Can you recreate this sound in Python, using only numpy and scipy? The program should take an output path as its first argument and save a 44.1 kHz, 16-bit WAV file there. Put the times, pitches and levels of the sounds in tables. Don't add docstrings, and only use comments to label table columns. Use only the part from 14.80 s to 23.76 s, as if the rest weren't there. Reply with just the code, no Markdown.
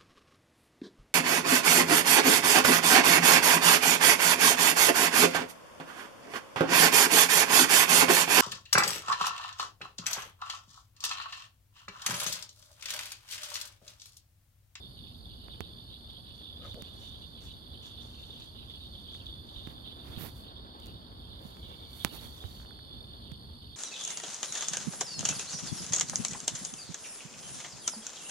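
import sys
import numpy as np
from scipy import signal
from scipy.fft import rfft, irfft, next_fast_len
from scipy.io import wavfile
from scipy.ndimage import uniform_filter1d, map_coordinates

SR = 44100
rng = np.random.default_rng(int(sys.argv[2]) if len(sys.argv) > 2 else 0)


def unload_audio(sound):
    columns = np.transpose(np.atleast_2d(sound))
    steps = np.round(np.clip(columns, -1, 1) * 32767)
    wavfile.write(sys.argv[1], SR, steps.astype(np.int16))


N = 395136

# wing strokes a second, level in dB.
CRICKETS = [(50.88, -2.5), (44.1, -12.5), (56.9, -9.5)]
# time in seconds, level in dB.
TRILL_LEVEL = [(0, -61), (1.04, -58.5), (2.2, -60), (2.6, -61), (4.2, -58), (5.1, -62.5), (6, -60),
               (6.6, -63), (7.35, -55.5), (8.96, -58)]
# start in seconds, length in seconds.
TRILL_BOUTS = [(0.018, 1.66), (1.82, 1.9), (3.878, 2.95), (6.93, 0.59), (7.69, 1.45)]
# frequency in Hz, level in dB.
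FAR_TRILL_SPECTRUM = [(2500, -51), (3900, -15), (4450, 3), (4800, -1.5), (5250, -15), (5600, -33),
                      (8000, -57)]
# start in seconds, length in seconds, level in dB.
CHIRPS = [(0.016, 0.034, -53.5), (0.216, 0.08, -56), (0.433, 0.09, -57.0), (0.685, 0.05, -52.5),
          (0.807, 0.053, -59), (0.895, 0.076, -57.5), (1.108, 0.041, -56), (1.211, 0.083, -53),
          (1.329, 0.037, -51), (1.48, 0.097, -56), (1.594, 0.082, -52.5), (1.761, 0.062, -56.0),
          (1.845, 0.084, -52.0), (2.003, 0.11, -54), (2.155, 0.079, -58), (2.269, 0.075, -51),
          (2.406, 0.035, -59), (2.519, 0.026, -58), (2.651, 0.09, -56), (2.959, 0.051, -57),
          (3.023, 0.086, -55.5), (3.105, 0.053, -54), (3.165, 0.052, -50), (3.393, 0.048, -52),
          (3.481, 0.074, -52.5), (3.588, 0.046, -57), (3.887, 0.07, -51.5), (4.025, 0.029, -53),
          (4.116, 0.098, -52), (4.292, 0.061, -49.5), (4.446, 0.048, -50.0), (4.5, 0.1, -51.5),
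          (4.667, 0.19, -53.5), (4.789, 0.1, -54), (5.026, 0.11, -53.5), (5.184, 0.041, -50.5),
          (5.309, 0.042, -53), (5.748, 0.033, -54.5), (6.47, 0.071, -62), (6.818, 0.029, -51.0),
          (6.976, 0.064, -53.0), (7.184, 0.047, -50.5)]
# start in seconds, length in seconds, level in dB.
RASPS = [(0.156, 0.025, -55.5), (0.231, 0.079, -63), (0.476, 0.036, -56.0), (0.581, 0.085, -59.5),
         (0.687, 0.072, -54.5), (0.796, 0.07, -54.5), (1.085, 0.069, -55), (1.273, 0.057, -59.5),
         (1.44, 0.077, -57.0), (1.607, 0.08, -59), (1.796, 0.09, -55), (1.904, 0.018, -51),
         (2.019, 0.073, -58), (2.197, 0.082, -53), (2.291, 0.079, -61), (2.405, 0.037, -56),
         (2.557, 0.029, -53), (2.66, 0.056, -53), (2.919, 0.035, -53), (3.002, 0.063, -58),
         (3.059, 0.09, -59), (3.156, 0.063, -60), (3.322, 0.086, -57.0), (3.412, 0.078, -60.0),
         (3.507, 0.11, -57.0), (3.745, 0.087, -55.5), (3.89, 0.076, -64), (3.982, 0.081, -58.5),
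         (4.122, 0.076, -61), (4.238, 0.081, -54.5), (4.322, 0.1, -59), (4.447, 0.049, -57),
         (4.673, 0.027, -56), (4.732, 0.064, -50.5), (4.834, 0.072, -57.5), (5.036, 0.084, -55.5),
         (5.173, 0.11, -65), (5.325, 0.11, -54), (5.63, 0.082, -57.5), (5.997, 0.11, -57.5),
         (6.481, 0.082, -60.5), (6.638, 0.09, -61), (6.81, 0.09, -59), (6.896, 0.058, -57),
         (6.978, 0.12, -63), (7.178, 0.09, -56.0), (7.27, 0.13, -56), (7.357, 0.09, -59),
         (7.605, 0.055, -55), (8.047, 0.11, -64), (8.405, 0.13, -61), (8.805, 0.05, -58.5)]
# time in seconds, level in dB.
CROWD_LEVEL = [(0, -65), (2.3, -60.5), (4.6, -62.5), (6.3, -64), (7.2, -61), (8.96, -62.5)]
# start in seconds, length in seconds, level in dB.
BUZZES = [(-.3, 5.96, -66.5), (6.2, 2.76, -69)]
# frequency in Hz, level in dB.
BUZZ_SPECTRUM = [(5000, -32), (6600, -6.5), (7700, -19), (8500, -4), (9700, -2), (10500, -5.5), (10900, 1),
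                 (11200, -6), (11480, 3), (11800, -4.5), (12080, 2.5), (12950, -11), (13350, -15),
                 (16000, -34)]
# time in seconds, level in dB.
CREEK_LEVEL = [(0, -69.5), (1.7, -68), (2.1, -65), (2.7, -69), (3.15, -65.5), (3.95, -68), (4.9, -64.5),
               (6.7, -64), (7.15, -66), (8.1, -65), (8.96, -69)]
# frequency in Hz, level in dB.
WATER_SPECTRUM = [(30, -43), (150, -12.5), (300, 4.5), (450, 1), (700, -1.5), (1100, -3.5), (1600, -11),
                  (2200, -22), (3500, -29.5), (6000, -35.5)]
# centre time in seconds, pitch in Hz, bandwidth in Hz, spread in seconds,
# level in dB, left over right in dB.
PLOPS = [(1.853, 1250, 130, 0.021, -55.5, 12), (1.855, 530, 201, 0.025, -54, 3),
         (1.856, 1490, 1810, 0.022, -61, 17), (1.979, 527, 188, 0.018, -48, 5)]
# start in seconds, length in seconds, level in dB.
SLEEVE_STROKES = [(1.54, .03, -80), (1.82, 0.068, -72), (1.93, .24, -79), (2.18, 0.079, -69.5),
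                  (2.33, 0.18, -82), (2.6, 0.054, -68.5), (3.02, 0.039, -66.5), (3.2, 0.023, -70),
                  (3.25, 0.42, -76.5), (3.59, 0.037, -73), (3.84, 0.53, -83), (4.31, 0.032, -73),
                  (4.4, 0.11, -84), (4.66, 0.22, -79), (6.04, .04, -87), (6.63, 0.5, -81.5),
                  (7.35, 0.46, -72.5)]
# frequency in Hz, level in dB.
CLOTH_SPECTRUM = [(1000, 0), (2500, -8), (4500, -3), (5600, -1), (6600, -2), (8500, -10.5), (11000, -10.5),
                  (16000, -17)]
# start, length and rise in seconds, hiss in dB, grumble in dB.
RUBS = [(4.856, 0.068, .03, -66, -59.5), (5.226, 0.13, 0.057, -62, -55), (5.368, .1, 0.049, -49.5, -47),
        (5.506, .08, 0.092, -60.5, -85), (5.95, 0.12, 0.15, -65.5, -82), (6.578, .1, 0.11, -62, -70),
        (6.72, .33, .1, -69.5, -86), (7.057, 0.17, 0.21, -54, -82), (7.242, 0.035, 0.017, -63, -48.5),
        (7.306, 0.044, 0.06, -48.5, -49), (7.38, 0.065, 0.084, -53, -53), (7.455, 0.32, 0.12, -62.5, -91)]
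# frequency in Hz, level in dB.
SKIN_SPECTRUM = [(100, -8), (900, -4), (2400, -9), (4500, -8), (6500, -7.5), (7800, -9), (9000, -8),
                 (10700, -2), (12500, -1.5), (14500, -9), (16000, -6)]
# frequency in Hz, level in dB.
CASE_SPECTRUM = [(20, -40), (50, -7), (110, 10.5), (220, 2), (400, -2.5), (900, -7.5), (2400, -14.5),
                 (4500, -16.5), (9000, -43)]
# start in seconds, length in seconds, level in dB.
SQUEAKS = [(5.38, 0.082, -43), (7.325, .04, -49)]
# frequency in Hz, level in dB.
SQUEAK_SPECTRUM = [(6000, -44), (10000, -18), (12500, 6), (14500, 2), (16000, -2)]
# start in seconds, then level, treble, thump and left over right in dB.
TICKS = [(0.684,-36,-32,-16.5,-18), (0.8066,-26,-13.5,-17,-32), (1.944,-41,-9,-3.5,-23),
         (2.0228,-39.5,-1.5,-7.5,-28), (2.109,-65,-15.5,-3,0), (4.349,-42.5,-12,-9,-20),
         (4.873,-34.5,-16,-8,-16), (6.001,-59,8.5,-3,-13), (6.06,-53,6,-3,-13), (6.069,-53.5,7,-10,-13),
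         (6.769,-43,-12,-20,-18), (7.2483,-14,-5.5,-17.5,-36), (8.518,-42.5,-6.5,-5,-24)]
# start in seconds, level in dB, pitch in Hz, decay in seconds,
# left over right in dB.
BUMPS = [(0.805, -31, 395, 0.0027, -30), (0.81, -37, 79.5, 0.014, -8), (1.869, -44, 98.5, 0.047, -6),
         (4.763, -42, 50, 0.025, -7), (5.375, -30, 142, 0.0042, -23), (5.417, -46, 151, 0.014, -12),
         (6.651, -38.5, 194, 0.007, -21), (7.643, -34.5, 93, 0.013, -30), (8.518, -38, 126, 0.01, -23)]
# start in seconds, level in dB.
TAPS = [(7.64, -42), (7.801, -48), (7.816, -49), (7.833, -52), (7.85, -49), (7.909, -45.5), (7.992, -45)]
# frequency in Hz, level in dB, seconds to fall by 60 dB.
TAP_MODES = [(1050, -6, .012), (1480, 2.5, 0.01), (1710, -7, 0.013)]
# frequency in Hz, level in dB.
RUMBLE_SPECTRUM = [(15, -51), (25, -18), (43, -6), (58, 0), (85, 0.5), (115, -4.5), (153, -9), (210, -9.5),
                   (320, -17.5), (450, -29), (900, -73)]
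# centre in Hz, width in Hz, level in dB.
HUM_BANDS = [(56.9, 14, -61.5), (120, 5.6, -70), (239.8, 12, -67)]
# time in seconds, level in dB.
HUM_LEVEL = [(0, -.5), (1.2, 1), (3.3, 2.5), (4.2, -1), (7, -1.5), (8.96, 0)]


def crickets():
    wings = np.zeros(N)
    for rate, db in CRICKETS:
        stroke, phase = wing_strokes(rate, pitch_hz=4439, fall=.125, duty=.62,
                                     unsteady=.08, scatter_db=1.5)
        wings += amp(db + wobble(4.9)) * stroke ** 1.15 * (np.sin(phase) + amp(-17) * np.sin(2 * phase))
    near = hold_level(woods(wings, lead_ms=-0.026, wet_db=-9, t60=0.24), span_s=0.13)
    far = coloured(rng.standard_normal((2, N)), FAR_TRILL_SPECTRUM)
    bouts = swells([(s, length, 0) for s, length in TRILL_BOUTS], attack_s=.04, release_s=.025)
    singing = np.maximum(bouts, amp(-12))
    return (near * singing * level(TRILL_LEVEL) * amp(-1) + amp(-61.5) * far) * pan(-2.7)


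def wing_strokes(rate, pitch_hz, fall, duty, unsteady, scatter_db):
    strokes = np.cumsum(rate * (1 + unsteady * wobble(25))) / SR + rng.random()
    size, detune = rng.standard_normal((4096, 2))[strokes.astype(int)].T
    progress = np.minimum(strokes % 1 / duty, 1)
    hz = pitch_hz * (1 + .005 * detune - fall * (progress ** 3 - 1 / 8))
    return np.sin(np.pi * progress) * amp(scatter_db * size), 2 * np.pi * np.cumsum(hz) / SR


def chorus():
    ringing = np.hypot(swells(CHIRPS, attack_s=.023, release_s=.028), amp(3.56) * crowd())
    rasping = np.hypot(swells(RASPS, attack_s=.029, release_s=.021), amp(-2.9) * crowd())
    t = np.arange(N) / SR
    lagging = np.interp(t - 0.005, t, rasping)
    middle = chirpers(ringing, rate=100, pitch_hz=3522, fall=.06, duty=.5, wet_db=1)
    low = chirpers(lagging, rate=120, pitch_hz=3114, fall=.09, duty=.37, wet_db=-0.5)
    high = chirpers(rasping, rate=120, pitch_hz=3757, fall=.05, duty=.4, wet_db=1.5)
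    return (amp(2) * middle + amp(-2.73) * low + amp(0.8) * high) * pan(-6)


def chirpers(gain, rate, pitch_hz, fall, duty, wet_db):
    wings = np.zeros(N)
    for _ in range(2):
        own_hz = pitch_hz * (1 + .012 * wobble(22))
        own_rate = rate * np.exp(.2 * wobble(6))
        stroke, phase = wing_strokes(own_rate, own_hz, fall, duty, unsteady=.15, scatter_db=4.5)
        wings += stroke * np.sin(phase + 0.8 * wobble(600))
    return hold_level(woods(wings, lead_ms=0.11, wet_db=wet_db, t60=0.1), span_s=0.054) * gain


def crowd():
    return level(CROWD_LEVEL) * amp(2.1 * wobble(26))


def katydid():
    cycle = np.cumsum(68.3 * (1 + 0.0022 * wobble(2))) / SR
    opening, closing = (np.exp(-((cycle - at) % 1) / 0.052) for at in (0, .42))
    strokes = (0.38 + opening + 0.55 * closing) * rng.standard_normal((2, N))
    buzzing = np.hypot(swells(BUZZES, attack_s=.3, release_s=.017), amp(-73))
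    return coloured(strokes, BUZZ_SPECTRUM) * buzzing * amp([[-21], [-1]])


def creek():
    flow = rng.standard_normal(N) * amp(2.8 * wobble(60))
    direct = unit(arriving(flow, lead_ms=0.41))
    water = coloured(direct + 0.77 * rng.standard_normal((2, N)), WATER_SPECTRUM)
    return water * level(CREEK_LEVEL) * amp(8 + 0.4 * wobble(8.6)) * pan(0.4)


def plops():
    t = np.arange(N) / SR
    return sum(amp(db) * np.exp(-.5 * ((t - s) / spread) ** 2) * noise_band(hz, width) * pan(balance_db)
               for s, hz, width, spread, db, balance_db in PLOPS)


def sleeves():
    creases = unit(rng.standard_normal(N) * (rng.random(N) < 110 / SR))
    fibres = unit(rng.standard_normal((2, N)) * amp(1.9 * wobble(200) + 2 * wobble(65)))
    cloth = coloured(fibres + 0.19 * creases, CLOTH_SPECTRUM)
    return cloth * swells(SLEEVE_STROKES, attack_s=.022, release_s=.056) * amp(9.5)


def finger_rubs():
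    def friction(spectrum):
        return coloured(rng.standard_normal(N) * amp(1.4 * wobble(400)), spectrum)

    start, length, rise, hiss_db, grumble_db = np.transpose(RUBS)
    rise = rise[:, None]
    sliding = swells(np.c_[start, length, hiss_db], attack_s=rise, release_s=0.62 * rise)
    pressing = swells(np.c_[start, length, grumble_db], attack_s=rise, release_s=0.43 * rise)
    hiss = friction(SKIN_SPECTRUM) * sliding * amp(4)
    grumble = friction(CASE_SPECTRUM) * pressing * amp(7.5)
    squeak = friction(SQUEAK_SPECTRUM) * swells(SQUEAKS, attack_s=.04, release_s=.018)
    return (hiss + grumble + squeak) * amp([[-27], [0]])


def case_ticks():
    out = np.zeros((2, N + SR))
    size = 2048
    t, hz = np.arange(size) / SR, np.fft.rfftfreq(size, 1 / SR)
    for s, db, treble_db, thump_db, balance_db in TICKS:
        spectrum = [(40, -88), (300, 0), (1000, 4), (2600, 3 + 0.32 * treble_db),
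                    (7000, treble_db - 0.5), (15000, treble_db - 4)]
        cepstrum = irfft(np.log(spectrum_gain(spectrum, hz)))
        snap = irfft(np.exp(rfft(2 * cepstrum[:size // 2], size) - cepstrum[0]))
        scrape = amp(-41) * rng.standard_normal(size) * np.exp(-t / 0.0092)
        snap = snap + signal.fftconvolve(snap, scrape)[:size]
        snap = signal.lfilter([-.5, 1], [1, -.5], snap)
        thump = amp(thump_db + 11.5) * np.sin(2 * np.pi * 190 * t) * np.exp(-t / 0.003)
        out[:, round(s * SR):][:, :size] -= amp(db) * (amp(16.5) * snap + thump) * pan(balance_db)
    return out[:, :N]


def grip():
    out = np.zeros((2, N + SR))
    t = np.arange(SR // 4) / SR
    for s, db, hz, decay, balance_db in BUMPS:
        envelope = 2 * t / decay * np.exp(1 - 2 * t / decay)
        bump = envelope * np.sin(2 * np.pi * hz * t)
        out[:, round(s * SR):][:, :len(t)] += amp(db) * bump * pan(balance_db)
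    for s, db in TAPS:
        ring = sum(amp(mode_db + 2 * rng.normal() - 60 * t / t60) * np.sin(2 * np.pi * hz * t)
                   for hz, mode_db, t60 in TAP_MODES)
        out[:, round(s * SR):][:, :len(t)] += amp(db - 4.5) * ring * pan(-23)
    return out[:, :N]


def distant_trill():
    gain = swells([(6.72, .63, -76)], attack_s=.22, release_s=.05)
    return gain * noise_band(centre_hz=2280, width_hz=120) * pan(3)


def rumble_and_hum():
    direct = arriving(rng.standard_normal(N), lead_ms=0.077)
    rumble = coloured(direct + .5 * rng.standard_normal((2, N)), RUMBLE_SPECTRUM)
    hum = sum(amp(db) * noise_band(hz, width) for hz, width, db in HUM_BANDS)
    return (rumble * amp(-50.5 + 1.25 * wobble(9.7)) + hum * level(HUM_LEVEL)) * pan(-0.46)


def woods(x, lead_ms, wet_db, t60):
    block, size = 4096, 16384
    pieces = np.pad(x, (0, -N % block)).reshape(-1, block)
    t = np.arange(size - block) / SR
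    tails = rng.standard_normal((2, len(pieces), len(t)), dtype=np.float32) * amp(-60 * t / t60)
    echoes = irfft(rfft(tails, size) * rfft(pieces, size), size)
    scatter = np.zeros((2, N + size))
    for k in range(len(pieces)):
        scatter[:, k * block:k * block + size] += echoes[:, k]
    return unit(unit(arriving(x, lead_ms)) + amp(wet_db) * unit(scatter[:, :N]))


def arriving(x, lead_ms):
    lead_s = lead_ms / 1000 * np.array([[.5], [-.5]])
    return filtered(x, lambda hz: np.exp(2j * np.pi * hz * lead_s))


def pan(balance_db):
    ratio = amp(balance_db)
    return np.array([[2 * ratio], [2]]) / (1 + ratio)


def swells(rows, attack_s, release_s):
    coarse = np.arange(0, N + 64, 64)
    start, length, db = np.transpose(rows)[:, :, None]
    age = coarse / SR - start
    rise = np.sin(np.pi / 2 * np.clip(age / attack_s, 0, 1))
    fade = np.exp(-np.maximum(age - length, 0) / release_s)
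    return np.interp(np.arange(N), coarse, np.linalg.norm(amp(db) * rise * fade, axis=0))


def level(rows):
    s, db = np.transpose(rows)
    return amp(np.interp(np.arange(N) / SR, s, db))


def hold_level(x, span_s):
    power = uniform_filter1d(np.mean(x, 0) ** 2, int(span_s * SR))
    return unit(x / np.sqrt(np.abs(power) + 1e-9))


def wobble(rate):
    knots = rng.standard_normal(4096)
    coarse = np.arange(0, N + 64, 64)
    return np.interp(np.arange(N), coarse, map_coordinates(knots, [coarse * rate / SR], mode="wrap"))


def noise_band(centre_hz, width_hz):
    noise = rng.standard_normal(N)
    return unit(filtered(noise, lambda hz: 1 / (1 + (2 * (hz - centre_hz) / width_hz) ** 2)))


def coloured(x, spectrum):
    return unit(filtered(x, lambda hz: spectrum_gain(spectrum, hz)))


def spectrum_gain(spectrum, hz):
    points_hz, db = np.transpose(spectrum)
    return amp(np.interp(np.log(hz + 1), np.log(points_hz + 1), db))


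def filtered(x, response):
    size = next_fast_len(N + SR // 4)
    return irfft(rfft(x, size) * response(np.fft.rfftfreq(size, 1 / SR)), size)[..., :N]


def amp(db):
    return 10 ** (np.asarray(db) / 20)


def unit(x):
    return x / np.sqrt(np.mean(x ** 2) + 1e-20)


def scene():
    night = crickets() + chorus() + katydid() + creek() + rumble_and_hum() + plops() + distant_trill()
    return night + sleeves() + finger_rubs() + case_ticks() + grip()


def record(dry):
    return filtered(dry, lambda hz: hz < 15800)


dry = scene()
out = record(dry)
unload_audio(out)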